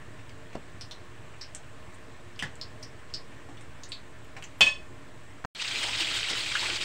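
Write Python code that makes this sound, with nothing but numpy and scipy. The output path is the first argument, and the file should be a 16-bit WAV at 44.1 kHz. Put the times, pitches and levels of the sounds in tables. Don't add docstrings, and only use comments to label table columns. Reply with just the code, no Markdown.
import sys
import numpy as np
from scipy import signal
from scipy.fft import rfft, irfft, next_fast_len
from scipy.io import wavfile
from scipy.ndimage import uniform_filter1d, map_coordinates

SR = 44100
rng = np.random.default_rng(int(sys.argv[2]) if len(sys.argv) > 2 else 0)


def unload_wav(signal):
    wavfile.write(
        sys.argv[1],
        SR,
        np.round(np.clip(np.atleast_2d(signal).T, -1, 1) * 32767).astype(np.int16),
    )


def makeup_ratio(level_db):
    decades = np.asarray(level_db, float) / 20
    return 10 ** decades


N = 301644

PAUSE = (5.4545, 5.5495)

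# frequency in Hz, level in dB per Hz.
SIZZLE = [(180, -23), (330, -10.5), (630, -14.5), (1100, -11.5), (2000, -4), (3200, -0.5), (4300, -4.5),
          (5900, -14.5), (8200, -10.5), (9300, -25), (11000, -29), (13000, -38.5), (15800, -27.5)]
# time in seconds, strength in dB.
BOIL = [(5.7, -32), (5.874, -30.5), (5.982, -34.5), (6.008, -27.5), (6.032, -32.5), (6.508, -33.5),
        (6.562, -31), (6.84, -33)]


def frying():
    start, end = 5.5, 6.83
    wet = np.zeros(N)
    for _ in range(4):
        fizz = bubbles(2000, start, end, SIZZLE, cycles=3.5, scatter_db=2.8)
        wet += fizz + makeup_ratio(-2.5) * signal.fftconvolve(fizz, tail(stretch=0.35))[:N]
    crackle = bubbles(700, start, end, SIZZLE, cycles=1.6, scatter_db=2.8)
    bed = rush(lambda hz: makeup_ratio(along(SIZZLE, hz)), patchy_db=1.74) * makeup_ratio(2.0 * wobble(30))
    clumps = makeup_ratio(3.5 * wobble(90))
    boiling = makeup_ratio(-12.0) * wet * clumps + makeup_ratio(-15.5) * crackle + makeup_ratio(-3.0) * bed
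    level_db = opening() + curve(BOIL)
    return (np.arange(N) / SR > PAUSE[0]) * makeup_ratio(level_db) * boiling


# start in seconds, strength in dB, pitch in Hz.
POPS = [(5.554, -34, 4200), (5.597, -22, 2720), (5.626, -38, 2750), (5.648, -21, 2630), (5.722, -20, 3200),
        (5.758, -17.5, 2530), (5.816, -19, 2880), (5.932, -18, 2650), (5.986, -24, 3520),
        (6.004, -12, 2700), (6.046, -15.5, 3370), (6.07, -20, 2370), (6.087, -15, 2800), (6.116, -25, 4000),
        (6.157, -29, 3340), (6.173, -18, 4040), (6.23, -13.5, 2910), (6.246, -22, 2220), (6.285, -17, 2820),
        (6.368, -21, 3070), (6.405, -18.5, 4250), (6.46, -21, 2570), (6.489, -23, 3580),
        (6.5527, -12, 1527), (6.594, -13.5, 4120), (6.612, -23, 3630), (6.659, -16, 2340),
        (6.701, -17, 2740), (6.744, -32, 2590), (6.803, -23, 2770)]


def big_bubbles():
    track = np.zeros(N)
    for s, db, hz in POPS:
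        room_db = -2.5 - 0.46 * (db + 16)
        add_burst(track, s, db - 5, hz, cycles=4.8, snap_db=-24, room_db=room_db,
                  thud_db=-28, snap_t60=.012, stretch=.45)
    return track


# start in seconds, strength in dB, pitch in Hz, snap in dB, room in dB.
SPITS = [(0.188, -41, 2370, -10, -3), (0.2942, -33, 2230, -3, -12), (0.8106, -25.5, 5130, -3.5, -7.5),
         (0.911, -26.5, 3670, -6, -5), (1.3375, -43, 2330, -20, 0), (1.4119, -26.5, 5010, -10, -2),
         (1.436, -40, 2480, -20, -3), (1.5487, -19, 7800, -10.5, -11.5), (1.941, -45, 8200, -15, -1.5),
         (2.3605, -38, 4760, -14, -12), (2.392, -17.5, 2840, -12, -7), (2.555, -32.5, 7400, -12, -14),
         (2.613, -19, 4780, -9.5, -9), (2.827, -31, 5320, -4, -2.5), (3.1387, -16, 4730, -16, -6),
         (3.32, -39, 2420, -11, -4), (3.571, -36, 3270, -8, -6.5), (3.6095, -41.5, 8500, 1, -8),
         (3.8346, -27, 6240, -5, -8), (3.889, -38, 8300, -10, -2.5), (3.919, -18.5, 4000, -10.5, -6.5),
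         (4.4241, -25.5, 2670, -7, -7), (4.44, -31, 6940, -2, -9)]


def spitting_fat():
    life_s = .0007
    track = np.zeros(N)
    for s, db, hz, snap_db, room_db in SPITS:
        add_burst(track, s, db - 5, hz, life_s * hz, snap_db - 2, room_db + 11,
                  thud_db=-40, snap_t60=.006, stretch=.9)
    return track


# frequency in Hz, level in dB, t60 in seconds.
BOWL = [(585, -19, 0.42), (1082, -20, 0.35), (1755, -18, 0.66), (2552, -2.5, 0.32), (2729, -13, 0.25),
        (2853, -25, 0.36), (3095, -14, 0.4), (3250, -14, 0.21), (3445, -3, 0.24), (3919, -21, 0.22),
        (4452, -13, 0.26), (5173, -25, 0.27), (5373, -17, 0.17), (6471, -23, 0.21), (6740, -26, 0.22),
        (6934, -30, 0.23), (7036, -29, 0.22), (7709, -29, 0.22), (7930, -35, 0.28), (8166, -23, 0.18)]
# start in seconds, level in dB, favoured pitch in Hz, spread in octaves,
# share of the ring time the hand leaves.
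CLINKS = [
    (4.6078, -4, 3300, 1.8, .4),
    (4.6612, -0.5, 2550, .28, 0.29),
]
# frequency in Hz, level in dB per Hz.
CRASH = [(30, -37.5), (60, -3.5), (150, -4.5), (400, -8.5), (900, -5.5), (1800, -7), (3100, 4.5),
         (4000, -7), (8000, -12.5), (11000, -36.5), (16000, -32)]
# start in seconds, level in dB, t60 in seconds.
RIM = [
    (2.4235, -39.5, 0.23),
    (3.1, -53, .05),
    (.5515, -62, .05),
]


def bowl():
    track, t = np.zeros(N), np.arange(SR // 2) / SR
    for s, db, t60 in RIM:
        add(track, s, makeup_ratio(db) * puff(CRASH, t60))
    hz, level, t60 = np.transpose(BOWL)[:, :, None]
    for s, db, favoured_hz, spread, damping in CLINKS:
        chance = rng.random((len(BOWL), 3))
        held = makeup_ratio(-9 * abs(np.log2(hz / favoured_hz)) / spread - 60 * t / (damping * t60))
        beating = np.cos(2 * np.pi * ((9 + 14 * chance[:, 1:2]) * t + chance[:, 2:]))
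        free_db = -20 - 0.2 * np.maximum(level, -22)
        free = makeup_ratio(free_db - 60 * t / np.clip(t60, .24, .3)) * beating
        tones = np.sin(2 * np.pi * (hz * t + chance[:, :1]))
        rise_s = .005 / np.sqrt(spread)
        ring = (makeup_ratio(level) * (held + free) * tones).sum(axis=0) * (1 - np.exp(-t / rise_s)) ** 2.2
        echo = signal.fftconvolve(ring, tail(stretch=.9))[:len(t)]
        add(track, s, makeup_ratio(db) * (ring + makeup_ratio(-17) * echo))
    add(track, CLINKS[0][0], makeup_ratio(-16.5) * puff(CRASH, t60=0.1) + makeup_ratio(-20.5) * puff(CRASH, t60=.26))
    add(track, CLINKS[1][0], makeup_ratio(-29.5) * puff(CRASH, t60=0.14))
    return track


# start in seconds, peak in dB, pitch in Hz, cycles, thud in
# dB.
KNOCKS = [(.530, -37.5, 2280, 1.9, -10), (2.424, -23.5, 1840, 3.8, -6), (3.488, -46.5, 304, 4.2, 6),
          (4.244, -48, 12000, 1.5, -28.5), (2.4245, -30.5, 8050, 1.8, -30),
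          (4.366, -29.5, 1990, 0.88, -9.5), (5.845, -35, 820, 3, -15), (5.882, -38, 920, 3, -14),
          (5.999, -43, 315, 4, 3), (6.31, -32.5, 403, 0.85, -1.5), (6.625, -31, 880, 2.6, 0),
          (6.683, -31, 1540, 4.3, -5), (6.696, -38.5, 298, 2.4, 2)]


def knocks():
    track = np.zeros(N)
    for s, db, hz, cycles, thud_db in KNOCKS:
        snap_db = -20.5 + 1.5 * np.log2(hz / 1000)
        add_burst(track, s, db, hz, cycles, snap_db, room_db=3, thud_db=thud_db, snap_t60=.04, stretch=.75)
    return track


# start in seconds, peak in dB, pitch in Hz, cycles, thud in dB.
TAPS = [
    (.552, -29.5, 190, 0.82, -11),
    (2.4222, -37.5, 128, 2.3, -22),
    (.5505, -29, 800, 1.8, -3.5),
    (0.5539, -22.5, 513, 0.79, -7.5),
    (5.4424, -26, 1430, 0.8, -18),
    (5.4436, -38, 107, 1.4, -24),
    (5.4482, -21.5, 1460, 1.55, -2),
]


def taps():
    track = np.zeros(N)
    for s, db, hz, cycles, thud_db in TAPS:
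        add_burst(track, s, db, hz, cycles, snap_db=-25.5, room_db=-5, thud_db=thud_db, snap_t60=.012, stretch=.6)
    return track


# time in seconds, level in dB.
FLAME = [(0.0, -51.5), (0.47, -53.5), (0.59, -53.5), (1.6, -55.5), (2.01, -53.5), (2.22, -56), (2.93, -53),
         (4.04, -54.5), (4.2, -54), (5.19, -53.5), (5.31, -55), (5.43, -56)]
# frequency in Hz, level in dB per Hz.
HISS = [(180, -3.5), (300, -8.5), (600, -7.5), (800, -9), (1750, -9), (2600, -12.5), (5000, -24),
        (6800, -24), (8100, -20), (9200, -30.5), (11300, -38), (13300, -41.5), (15800, -33.5)]


def stove():
    later = np.arange(N) / SR > PAUSE[0]
    wok_db = -53.5 + 2.3 * opening()
    pot_db = -0.5 + curve(FLAME)
    rumble_db = np.where(later, wok_db, pot_db) - 0.7 * wobble(4.5)
    rumble = makeup_ratio(rumble_db + 3.5 + 0.35 * wobble(6.6)) * rush(hollow, patchy_db=1.3)
    hiss = makeup_ratio(-53 + 0.14 * wobble(4.9)) * rush(lambda hz: makeup_ratio(along(HISS, hz)), patchy_db=1.03)
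    soup = bubbles(900, start=0, end=3.9, spectrum=HISS, cycles=3.6, scatter_db=-0.5)
    soup_echo = signal.fftconvolve(soup, tail(stretch=.8))[:N]
    return rumble + hiss + makeup_ratio(-72) * (soup + 2 * soup_echo)


# frequency in Hz, level in dB per Hz.
RUMBLE = [(12, -47.5), (25, -8), (40, -15), (50, -14.5), (65, -4), (108, -13), (150, -12), (200, -20.5),
          (450, -31.5), (650, -63.5), (1100, -120)]
# frequency in Hz, width in Hz, level in dB.
POT = [(110.7, 15, 8.5), (280.4, 33, -0.5), (353, 7.5, 3), (453, 17, -1), (617.5, 12, 0.5),
       (1060, 68, -7.5), (1780, 100, -9.5)]


def hollow(hz):
    tones = sum(makeup_ratio(db) ** 2 / (1 + (2 * (hz - c) / w) ** 2) for c, w, db in POT)
    return np.sqrt(makeup_ratio(along(RUMBLE, hz)) ** 2 + makeup_ratio(-8.0) ** 2 * tones * (hz > 20))


def bubbles(count, start, end, spectrum, cycles, scatter_db):
    draw = rng.random((count, 4))
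    hz = 500 * 15 ** draw[:, 1:2]
    strength_db = -scatter_db * np.log(draw[:, 2:3] + 1 / 60)
    size = makeup_ratio(along(spectrum, hz) + 20 * np.log10(hz) + strength_db)
    n = np.arange(384)
    turns = hz * n / SR
    life = cycles * (0.74 + 1.36 * draw[:, 3:])
    rising = np.sin(2 * np.pi * turns * (1 + .08 * turns / life))
    grain = size * rising * (turns / life) * np.exp(-2.5 * turns / life)
    where = ((start + (end - start) * draw[:, :1]) * SR).astype(int) + n
    track = np.bincount(where.ravel(), grain.ravel(), N + len(n))[:N]
    return track / np.sqrt(np.sum(track ** 2) / ((end - start) * SR))


# frequency in Hz, level in dB.
SNAP = [(300, -38), (2000, 0), (5000, -1.5), (8000, -3), (9500, -15.5), (11500, -36), (16000, -17)]
# frequency in Hz, level in dB.
THUD = [(40, -30.5), (110, 2), (300, -13), (800, 2), (1400, -13), (3000, -20.5), (8000, -31.5),
        (16000, -75)]


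def add_burst(track, s, db, hz, cycles, snap_db, room_db, thud_db, snap_t60, stretch):
    t = np.arange(SR // 2) / SR
    life = max(cycles, .5) / hz
    rising = np.sin(2 * np.pi * hz * t * (.92 + .07 * np.minimum(t / life, 4)))
    tone = 6 * rising * (t / life) * np.exp(-2.5 * t / life)
    snap = makeup_ratio(snap_db) * puff(SNAP, snap_t60)
    thud = makeup_ratio(thud_db) * puff(THUD, t60=0.015) * np.tanh(t / 0.00053)
    direct = tone + snap + thud
    echo = np.roll(signal.fftconvolve(direct, tail(stretch))[:len(t)], 66)
    add(track, s + .0004, makeup_ratio(db) * (direct + makeup_ratio(room_db) * echo))


def puff(colour, t60):
    t = np.arange(SR // 2) / SR
    noise = filtered(rng.standard_normal(len(t)), lambda hz: makeup_ratio(along(colour, hz)))
    return unit(noise) * makeup_ratio(-60 * t / t60)


def rush(gain, patchy_db):
    z = signal.stft(rng.standard_normal(N), nperseg=512)[2]
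    patches = unit(smooth_field(z.shape, bands=6, frames=8))
    noise = signal.istft(z * makeup_ratio(patchy_db * patches), nperseg=512)[1][:N]
    return unit(filtered(noise, gain))


# frequency in Hz, t60 in seconds.
KITCHEN = [(200, 0.29), (2000, 0.21), (5000, 0.19), (10000, 0.1)]


def tail(stretch):
    hz, t, z = signal.stft(rng.standard_normal(SR // 3), SR, nperseg=256)
    t60 = stretch * along(KITCHEN, hz)[:, None]
    answer = signal.istft(z * makeup_ratio(-60 * t / t60), SR, nperseg=256)[1]
    return answer / np.linalg.norm(answer)


def opening():
    since = np.maximum(np.arange(N) / SR - PAUSE[1], 0)
    return -11 * np.exp(-since / 0.079)


# frequency in Hz, share of time left empty.
DROPOUTS = [(9500, .002), (11500, .09), (13300, .26), (14500, .13), (15700, .06)]


def patchy_treble(x):
    hz, t, z = signal.stft(x, SR, nperseg=2048)
    field = smooth_field(z.shape, bands=12, frames=2)
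    rank = field.ravel().argsort().argsort().reshape(z.shape) / z.size
    busy = 1 + 0.31 * (t > PAUSE[0])
    empty_share = along(DROPOUTS, hz)[:, None] * busy * (hz > 9000)[:, None]
    return signal.istft(z * (rank > empty_share), SR, nperseg=2048)[1][:N]


def smooth_field(shape, bands, frames):
    field = uniform_filter1d(rng.standard_normal(shape), size=bands, axis=0)
    return uniform_filter1d(field, size=frames, axis=1)


def unit(x):
    return x / np.sqrt(np.mean(x ** 2) + 1e-20)


def along(points, hz):
    f, v = np.transpose(points)
    return np.interp(np.log(hz + 1), np.log(f + 1), v)


def curve(rows):
    return np.interp(np.arange(N) / SR, *np.transpose(rows))


def wobble(rate):
    knots = rng.standard_normal(int(N * rate / SR) + 4)
    return map_coordinates(knots, [np.arange(N) * rate / SR])


def filtered(x, response):
    m = next_fast_len(len(x) + 8192)
    return irfft(rfft(x, m) * response(np.fft.rfftfreq(m, 1 / SR)), m)[:len(x)]


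def add(track, s, sound):
    part = track[round(s * SR):][:len(sound)]
    part += sound[:len(part)]


def scene():
    background = stove()
    bursts = spitting_fat() + knocks() + taps() + big_bubbles()
    return (background + bursts + bowl() + frying())[None]


def band_limit(x):
    return signal.sosfilt(signal.butter(12, 16550, fs=SR, output="sos"), x)


def record(dry):
    t = np.arange(N) / SR
    offset = 0.0068 + 0.00086 * wobble(5)
    settling = 1 - 0.77 * (t > PAUSE[1]) * np.exp(-abs(t - PAUSE[1]) / 0.24)
    running = (t < PAUSE[0]) | (t > PAUSE[1])
    picked_up = (patchy_treble(dry[0]) + offset * settling) * running
    heard = filtered(picked_up, lambda hz: hz < 15760)
    return band_limit(heard[None])


dry = scene()
out = record(dry)
unload_wav(out)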